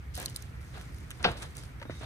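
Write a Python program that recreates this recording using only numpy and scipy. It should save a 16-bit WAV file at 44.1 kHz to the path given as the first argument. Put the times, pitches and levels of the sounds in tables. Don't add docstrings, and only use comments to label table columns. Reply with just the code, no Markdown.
import sys
import numpy as np
from scipy import signal
from scipy.fft import rfft, irfft
from scipy.io import wavfile

SR = 44100
rng = np.random.default_rng(int(sys.argv[2]) if len(sys.argv) > 2 else 0)


def to_linear_factor(level_db):
    exponent = np.asarray(level_db, float) / 20
    return 10 ** exponent


def generate_wav(signal):
    frames = np.transpose(np.atleast_2d(signal))
    scaled = np.clip(frames, -1, 1) * 32767
    pcm = np.round(scaled).astype(np.int16)
    wavfile.write(sys.argv[1], SR, pcm)


N = 90669
T = np.arange(N) / SR

# (time [s], level [dB], softness [dB per octave from 720 Hz])
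CLOD_KNOCKS = [
    (.1765, -16.5, 12),
    (.772, -29, -1),
    (1.203, -25, 0),
    (1.248, 1, 2.5),
    (1.2607, -7.5, 7.5),
    (1.282, -16, 0),
]
# (frequency [Hz], level [dB], t60 [s])
CLOD_MODES = [(175, -32, 0.16), (485.7, -32.5, 0.1), (632, -29, 0.088), (727, -22.5, 0.09),
              (843, -29, 0.028), (940, -29, 0.085), (1093, -45, .05), (1428, -20, 0.027),
              (1582, -27, 0.067), (1743, -32, 0.053), (2710, -48, .03)]
# (frequency [Hz], density [dB per Hz])
SPRAY_SPECTRUM = [(130, -9), (300, -7), (700, -0.5), (1500, -9), (3000, -1.5), (5000, -12.5), (8000, -45),
                  (12000, -43)]
# (time [s], peak [dB], lowpass [kHz], decay [ms])
PATS = [
    (0.174, -39.5, 1.1, 3.3),
    (0.225, -54, 2.5, 3),
    (0.28, -43, 0.27, 5.1),
    (1.798, -46, 2.8, 6.1),
    (1.815, -37, 1.7, 6),
    (1.826, -35.5, 2.2, 5.4),
    (1.853, -36, 0.68, 8.2),
    (1.896, -28.5, 0.65, 4.7),
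    (1.905, -44.5, 2.7, 36),
    (2.031, -38.5, 1.03, 7.2),
]
# (time [s], peak [dB], low part [dB], high part [dB], decay [ms])
TICKS = [(0.1526, -40, -40.5, 9.5, 1.5), (0.166, -39, -2, -2, .9), (0.1764, -39.5, -2, 8, 0.67),
         (0.2, -39, -22, 9, 1.36), (0.215, -48, -20, 12, 0.58), (0.227, -43, -15, 8, 0.92),
         (.243, -49, -12, -8, 1), (0.252, -50, -17, 14, 1), (0.2584, -20.5, -27, -2, 2.1),
         (0.281, -33, -6, -23, 1.3), (0.298, -46.5, -20, 8, 0.97), (0.3616, -23.5, -34, -2, 0.65),
         (0.368, -51, -17.5, 15, 1.2), (0.4231, -45.5, -29, 8, 1.4), (.614, -58.5, -14, 9.5, 1.2),
         (0.812, -43.5, 8, -2.5, 1.1), (0.821, -64, -10, 1, .9), (0.945, -51, -8, 6.5, .8),
         (.984, -54, 3, 2.5, 0.73), (1.1053, -41, 10.5, 7.5, 1.6), (1.1121, -44.5, 13, 6, 4.2),
         (1.19, -60, -10, 4, 0.82), (1.203, -52, -1, -14, 1.7), (1.2275, -41, -6, 5.5, 4),
         (1.3159, -44.5, -13, 3.5, 1.5), (1.375, -44, 5, -15, 2), (1.422, -44, 8.5, -4, 1.2),
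         (1.426, -40.5, 8.5, -4, 2.6), (1.568, -48.5, -20, 15.5, 1.7), (1.58, -42, -15, 2, 3.5),
         (1.635, -43, 6.5, -2, 2.4)]
# (time [s], peak [dB], pitch [Hz], t60 [ms])
PEBBLES = [(.2005, -44, 6040, 8), (0.2287, -46, 1260, 11), (.2595, -19, 4270, 5.7),
           (0.281, -37.5, 3000, 18), (0.3606, -27.5, 4100, 8.7), (0.372, -45, 3880, 12),
           (.4238, -33, 6450, 9.8), (.429, -48, 3970, 10), (1.203, -52, 3600, 10), (1.236, -41, 1950, 14),
           (1.2426, -18, 1500, 10), (1.581, -46, 4700, 15), (1.8175, -36.5, 560, 45),
           (1.818, -40.5, 940, 49), (1.826, -39, 1970, 12), (1.855, -44, 990, 15), (1.897, -35, 1330, 12),
           (1.9055, -41.5, 2070, 20), (2.034, -34.5, 650, 27)]
# (time [s], level [dB], rise [s], hold [s], fall [s])
DRAGS = [(0.178, -46.5, 0.008, 0.038, 0.049), (0.225, -62, 0.0034, 0.0055, .02),
         (0.71, -52.5, 0.037, 0.032, 0.05), (1.189, -54, 0.0088, 0.014, 0.011),
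         (1.215, -42.5, 0.027, 0.0022, .005), (1.27, -40, 0.0085, 0.013, 0.017),
         (1.301, -50.5, 0.0093, 0.027, 0.018), (1.351, -53.5, .005, 0.045, 0.038),
         (1.407, -51.5, 0.011, 0.027, 0.023), (1.557, -53.5, 0.0036, 0.011, 0.041),
         (1.995, -50, 0.019, 0.051, .02)]
# (frequency [Hz], density [dB per Hz])
SOIL_SPECTRUM = [(200, 1.5), (450, 3), (720, 0.5), (1100, -0.5), (1600, -1.5), (2400, -6), (4000, -6.5),
                 (8000, -40)]
# (time [s], level [dB], rise [s], hold [s], fall [s])
RUSTLES = [(0.133, -51, 0.013, 0.08, 0.045), (0.28, -61, 0.0078, 0.019, 0.032),
           (0.343, -59.5, 0.004, 0.034, 0.091), (0.594, -68.5, 0.025, 0.095, 0.056),
           (0.7, -60.5, 0.062, 0.018, 0.14), (0.92, -71, 0.014, 0.073, 0.12),
           (1.094, -68.5, 0.0063, 0.22, 0.033), (1.244, -62.5, 0.0065, 0.055, 0.047),
           (1.364, -58.5, .005, 0.018, 0.15), (1.414, -52, .008, 0.008, 0.011),
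           (1.548, -60, 0.0039, 0.097, 0.024), (1.847, -62, 0.11, .14, .05)]
# (frequency [Hz], density [dB per Hz])
GRIT_SPECTRUM = [(1500, -8), (3000, 0), (4500, 2.5), (7000, 0), (8800, -1.5), (11000, -6.5), (14300, -14),
                 (15600, -10.5)]
# (frequency [Hz], width [Hz], level [dB])
NOSTRIL_WHISTLES = [(2030, 130, -3), (3730, 105, 0), (5840, 100, -6), (8170, 120, -19)]
# start [s], rise [s], hold [s], fall [s]
SNIFF_TIMES_S = (1.77, .15, .07, .05)
# (frequency [Hz], density [dB per Hz])
RUMBLE_SPECTRUM = [(28, -27), (45, -8), (66, 2.5), (95, -4.5), (130, -2.5), (190, -16.5), (330, -22),
                   (550, -30.5)]
# (frequency [Hz], density [dB per Hz])
AIR_SPECTRUM = [(500, 1), (900, -3.5), (1400, 2.5), (2200, 2), (2700, -6), (6000, -16), (11000, -18.5),
                (14500, -17)]
# (frequency [Hz], phase [rad])
PORT_PHASE = [(0, 0), (800, -1.3), (1700, -1.0), (2300, -2.9), (5200, -4.3), (6300, -6.3), (7300, -9.3),
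              (8000, -10.1), (8700, -9.3), (10200, -6.3), (12000, -3.1), (13500, 0), (15000, 3.1),
              (16500, 3.8)]
# (frequency [Hz], power share [0..1])
FAR_ALIKE = [(100, 0.92), (300, 0.87), (650, 0.037), (5000, 0.033), (6500, 0.43), (8500, 0.04),
             (10800, 0.38), (11800, 1)]
# (frequency [Hz], level [dB])
PORT_BALANCE = [(60, -2), (400, -1), (1500, 0.5), (4500, 0), (7500, -4), (8700, -13), (10500, 0),
                (12000, -1)]


def rms_one(x):
    return x / np.sqrt(np.mean(x ** 2) + 1e-20)


def noise():
    return rng.standard_normal((3, N))


def at_hz(points, hz):
    table_hz, value = np.transpose(points)
    return np.interp(np.log(hz + 1), np.log(table_hz), value)


def drift(rate_hz):
    r = np.exp(-80 * np.pi * rate_hz / SR)
    white = rng.standard_normal(N // 40 + 2002)
    slow = signal.lfilter([1], [1, -2 * r, r * r], white)[2000:]
    return np.interp(np.arange(N) / 40, np.arange(len(slow)), rms_one(slow))


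def cut(x, hz, kind, order=2):
    return signal.sosfilt(signal.butter(order, hz, kind, fs=SR, output="sos"), x)


def colour(x, spectrum, gain_of_band):
    hz = np.fft.rfftfreq(N, 1 / SR)
    below_table = (hz / spectrum[0][0]).clip(0, 1) ** 3
    shaped = rfft(x) * to_linear_factor(at_hz(spectrum, hz)) * below_table
    shaped = shaped / np.sqrt(np.mean(irfft(shaped, N) ** 2))
    place = 2 * np.log2(np.maximum(hz, 30) / 30)
    out = 0
    for k in range(20):
        band = irfft(shaped * (1 - abs(place - k)).clip(0), N)
        out = out + gain_of_band(30 * 2 ** (k / 2)) * band
    return out


def grains(per_s, spread_db, share):
    struck = rng.random(N) < per_s / SR
    sizes = to_linear_factor(spread_db * np.minimum(rng.exponential(1, N), 4)) * struck
    lumps = rms_one(signal.lfilter([1], [1, -.9], sizes))
    return noise() * np.sqrt(1 - share + share * lumps ** 2)


def stroke(start_s, db, rise_s, hold_s, fall_s):
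    since = T - start_s
    rise = (since / rise_s).clip(0, 1) ** 2
    return to_linear_factor(db) * rise * np.exp(-(since - rise_s - hold_s).clip(0) / fall_s)


def resonance(x, hz, width_hz):
    r = np.exp(-np.pi * width_hz / SR)
    poles = [1, -2 * r * np.cos(2 * np.pi * hz / SR), r * r]
    return signal.lfilter(np.array([1, 0, -1]) * (1 - r * r) / 2, poles, x + 1e-18)


SLAP_S = 1.2447


def crack():
    level_db, hz, width_hz = -18.5, 2300, 1500
    lead_s, lead_db = .008, -28
    click = np.zeros((3, N))
    click[:, int(SLAP_S * SR)] = to_linear_factor(level_db) * SR / width_hz / 2 * np.array([.6, 1.2, 1.2])
    pulse = resonance(resonance(click, hz, width_hz), hz, 2 * width_hz)
    claws = rms_one(cut(noise(), [1200, 5500], "band", order=4))
    return 2.0 * cut(pulse, 3100, "low", order=4) + stroke(SLAP_S - lead_s, lead_db, lead_s, 0, 0.00033) * claws


def clod():
    out = np.zeros((3, N))
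    for hz, mode_db, t60_s in CLOD_MODES:
        hits = np.zeros((3, N))
        for s, knock_db, soft_db in CLOD_KNOCKS:
            at = int((s + rng.uniform(0, .002) + 1.5 / hz) * SR)
            db = mode_db + knock_db - soft_db * abs(np.log2(hz / 720)) + rng.normal(0, 1)
            hits[:, at] = to_linear_factor(db) * np.array([1, .5, -.5])
        r, w = to_linear_factor(-60 / (t60_s * SR)), 2 * np.pi * hz / SR
        out += signal.lfilter([0, np.sin(w)], [1, -2 * r * np.cos(w), r * r], hits + 1e-18)
    return out


def spray():
    level_db, t60_s, faster_per_octave = -23.5, 0.18, 0.25

    def dying(hz):
        fall_s = t60_s * (hz / 1000) ** -faster_per_octave / np.log(1000)
        return stroke(SLAP_S - .003, level_db, 0.0029 + 4.2 / hz, 0, fall_s)

    return colour(grains(per_s=630, spread_db=1.3, share=0.13), SPRAY_SPECTRUM, dying)


def slap():
    return crack() + clod() + spray()


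def pats():
    white = cut(noise(), 115, "high")
    puffs = 0
    for s, db, khz, ms in PATS:
        puffs = puffs + stroke(s, db - 5, 0.0008, 0, ms / 1000) * rms_one(cut(white, 1000 * khz, "low"))
    return puffs - resonance(puffs, 790, 290) + 0.43 * resonance(puffs, 850, 130)


def ticks():
    snap, hiss, rise_s, top_loss_db_per_ms = 3.35, 0.58, 0.00038, 8
    s, db, low_db, high_db, ms = np.transpose(TICKS)
    top_db = high_db - top_loss_db_per_ms * (ms - 1)
    bands = [(low_db, [1200, 3600]), (0, [3600, 5300]), (high_db, [5300, 10500]), (top_db, [10500, 16200])]
    snap_at = ((s + .0005) * SR).astype(int)
    white, out = noise(), 0
    for part_db, band_hz in bands:
        tails = sum(stroke(start, level, rise_s, 0, fall / 1000)
                    for start, level, fall in zip(s, db - 6 + part_db, ms))
        burst = hiss * white * tails
        burst[:, snap_at] += snap * to_linear_factor(db - 5 + part_db) * np.array([[1], [.7], [.3]])
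        equal_power = np.sqrt(SR / 2 / (band_hz[1] - band_hz[0]))
        out = out + cut(burst, band_hz, "band", order=4) * equal_power
    return out


def pebbles():
    out = np.zeros(N + SR)
    age = np.arange(SR // 10) / SR
    for s, db, hz, t60_ms in PEBBLES:
        soft_onset = 1 - np.exp(-age * hz)
        ring = to_linear_factor(db - 60000 * age / t60_ms) * np.sin(2 * np.pi * hz * age) * soft_onset
        out[int(s * SR):][:len(age)] += ring
    return out[:N] * np.array([[.3], [1], [.6]])


def drags():
    crunch = colour(grains(per_s=1600, spread_db=2.9, share=0.27), SOIL_SPECTRUM,
                    lambda hz: to_linear_factor(0.95 * drift(15)))
    return sum(stroke(*row) for row in DRAGS) * crunch


def grit():
    crackle = colour(grains(per_s=1500, spread_db=3.0, share=.5), GRIT_SPECTRUM,
                     lambda hz: to_linear_factor(2.0 * drift(25)))
    return sum(stroke(*row) for row in RUSTLES) * crackle


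def sniff():
    white, whistles = noise(), 0
    for hz, width_hz, db in NOSTRIL_WHISTLES:
        tone = resonance(resonance(white, hz, 2 * width_hz), hz, 2 * width_hz)
        whistles = whistles + to_linear_factor(db + 2.3 * drift(25)) * rms_one(tone)
    start_s, rise_s, hold_s, fall_s = SNIFF_TIMES_S
    return stroke(start_s, -65.5, rise_s, hold_s, fall_s) * whistles


def yard():
    rumble_db, air_db, patchy_db = -44.5, -60, 1.5
    together = drift(0.53)

    def breathing(hz):
        return to_linear_factor(patchy_db * (.5 * together + drift(15.0)))

    rumble = cut(colour(noise(), RUMBLE_SPECTRUM, breathing), 1080, "low")
    air = cut(colour(noise(), AIR_SPECTRUM, breathing), 15000, "low", order=8)
    return to_linear_factor(rumble_db) * rumble + to_linear_factor(air_db) * air


def ports(x, closeness):
    hz = np.fft.rfftfreq(N, 1 / SR)
    alike = at_hz(FAR_ALIKE, hz).clip(0, 1)
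    alike = alike + closeness * (1 - alike)
    common, own_left, own_right = rfft(x)
    common = np.sqrt(alike) * common
    own = np.sqrt(1 - alike)
    turn = np.exp(.5j * np.interp(hz, *np.transpose(PORT_PHASE)))
    lean = to_linear_factor(at_hz(PORT_BALANCE, hz) / 2)
    left = lean * (common / turn + own * own_left)
    right = (common * turn + own * own_right) / lean
    return np.sqrt(2) * irfft(np.array([left, right]), N)


def scene():
    near = ports(slap() + pats() + ticks(), closeness=.8)
    ground = ports(pebbles() + drags() + grit(), closeness=0.3)
    far = ports(sniff() + yard(), closeness=0)
    return near + ground + far


def low_pass(x):
    return signal.sosfilt(signal.butter(12, 16500, fs=SR, output="sos"), x)


def record(dry):
    mix = signal.sosfilt(signal.cheby2(12, 70, 17000, fs=SR, output="sos"), dry)
    return low_pass(mix)


dry = scene()
out = record(dry)
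generate_wav(out)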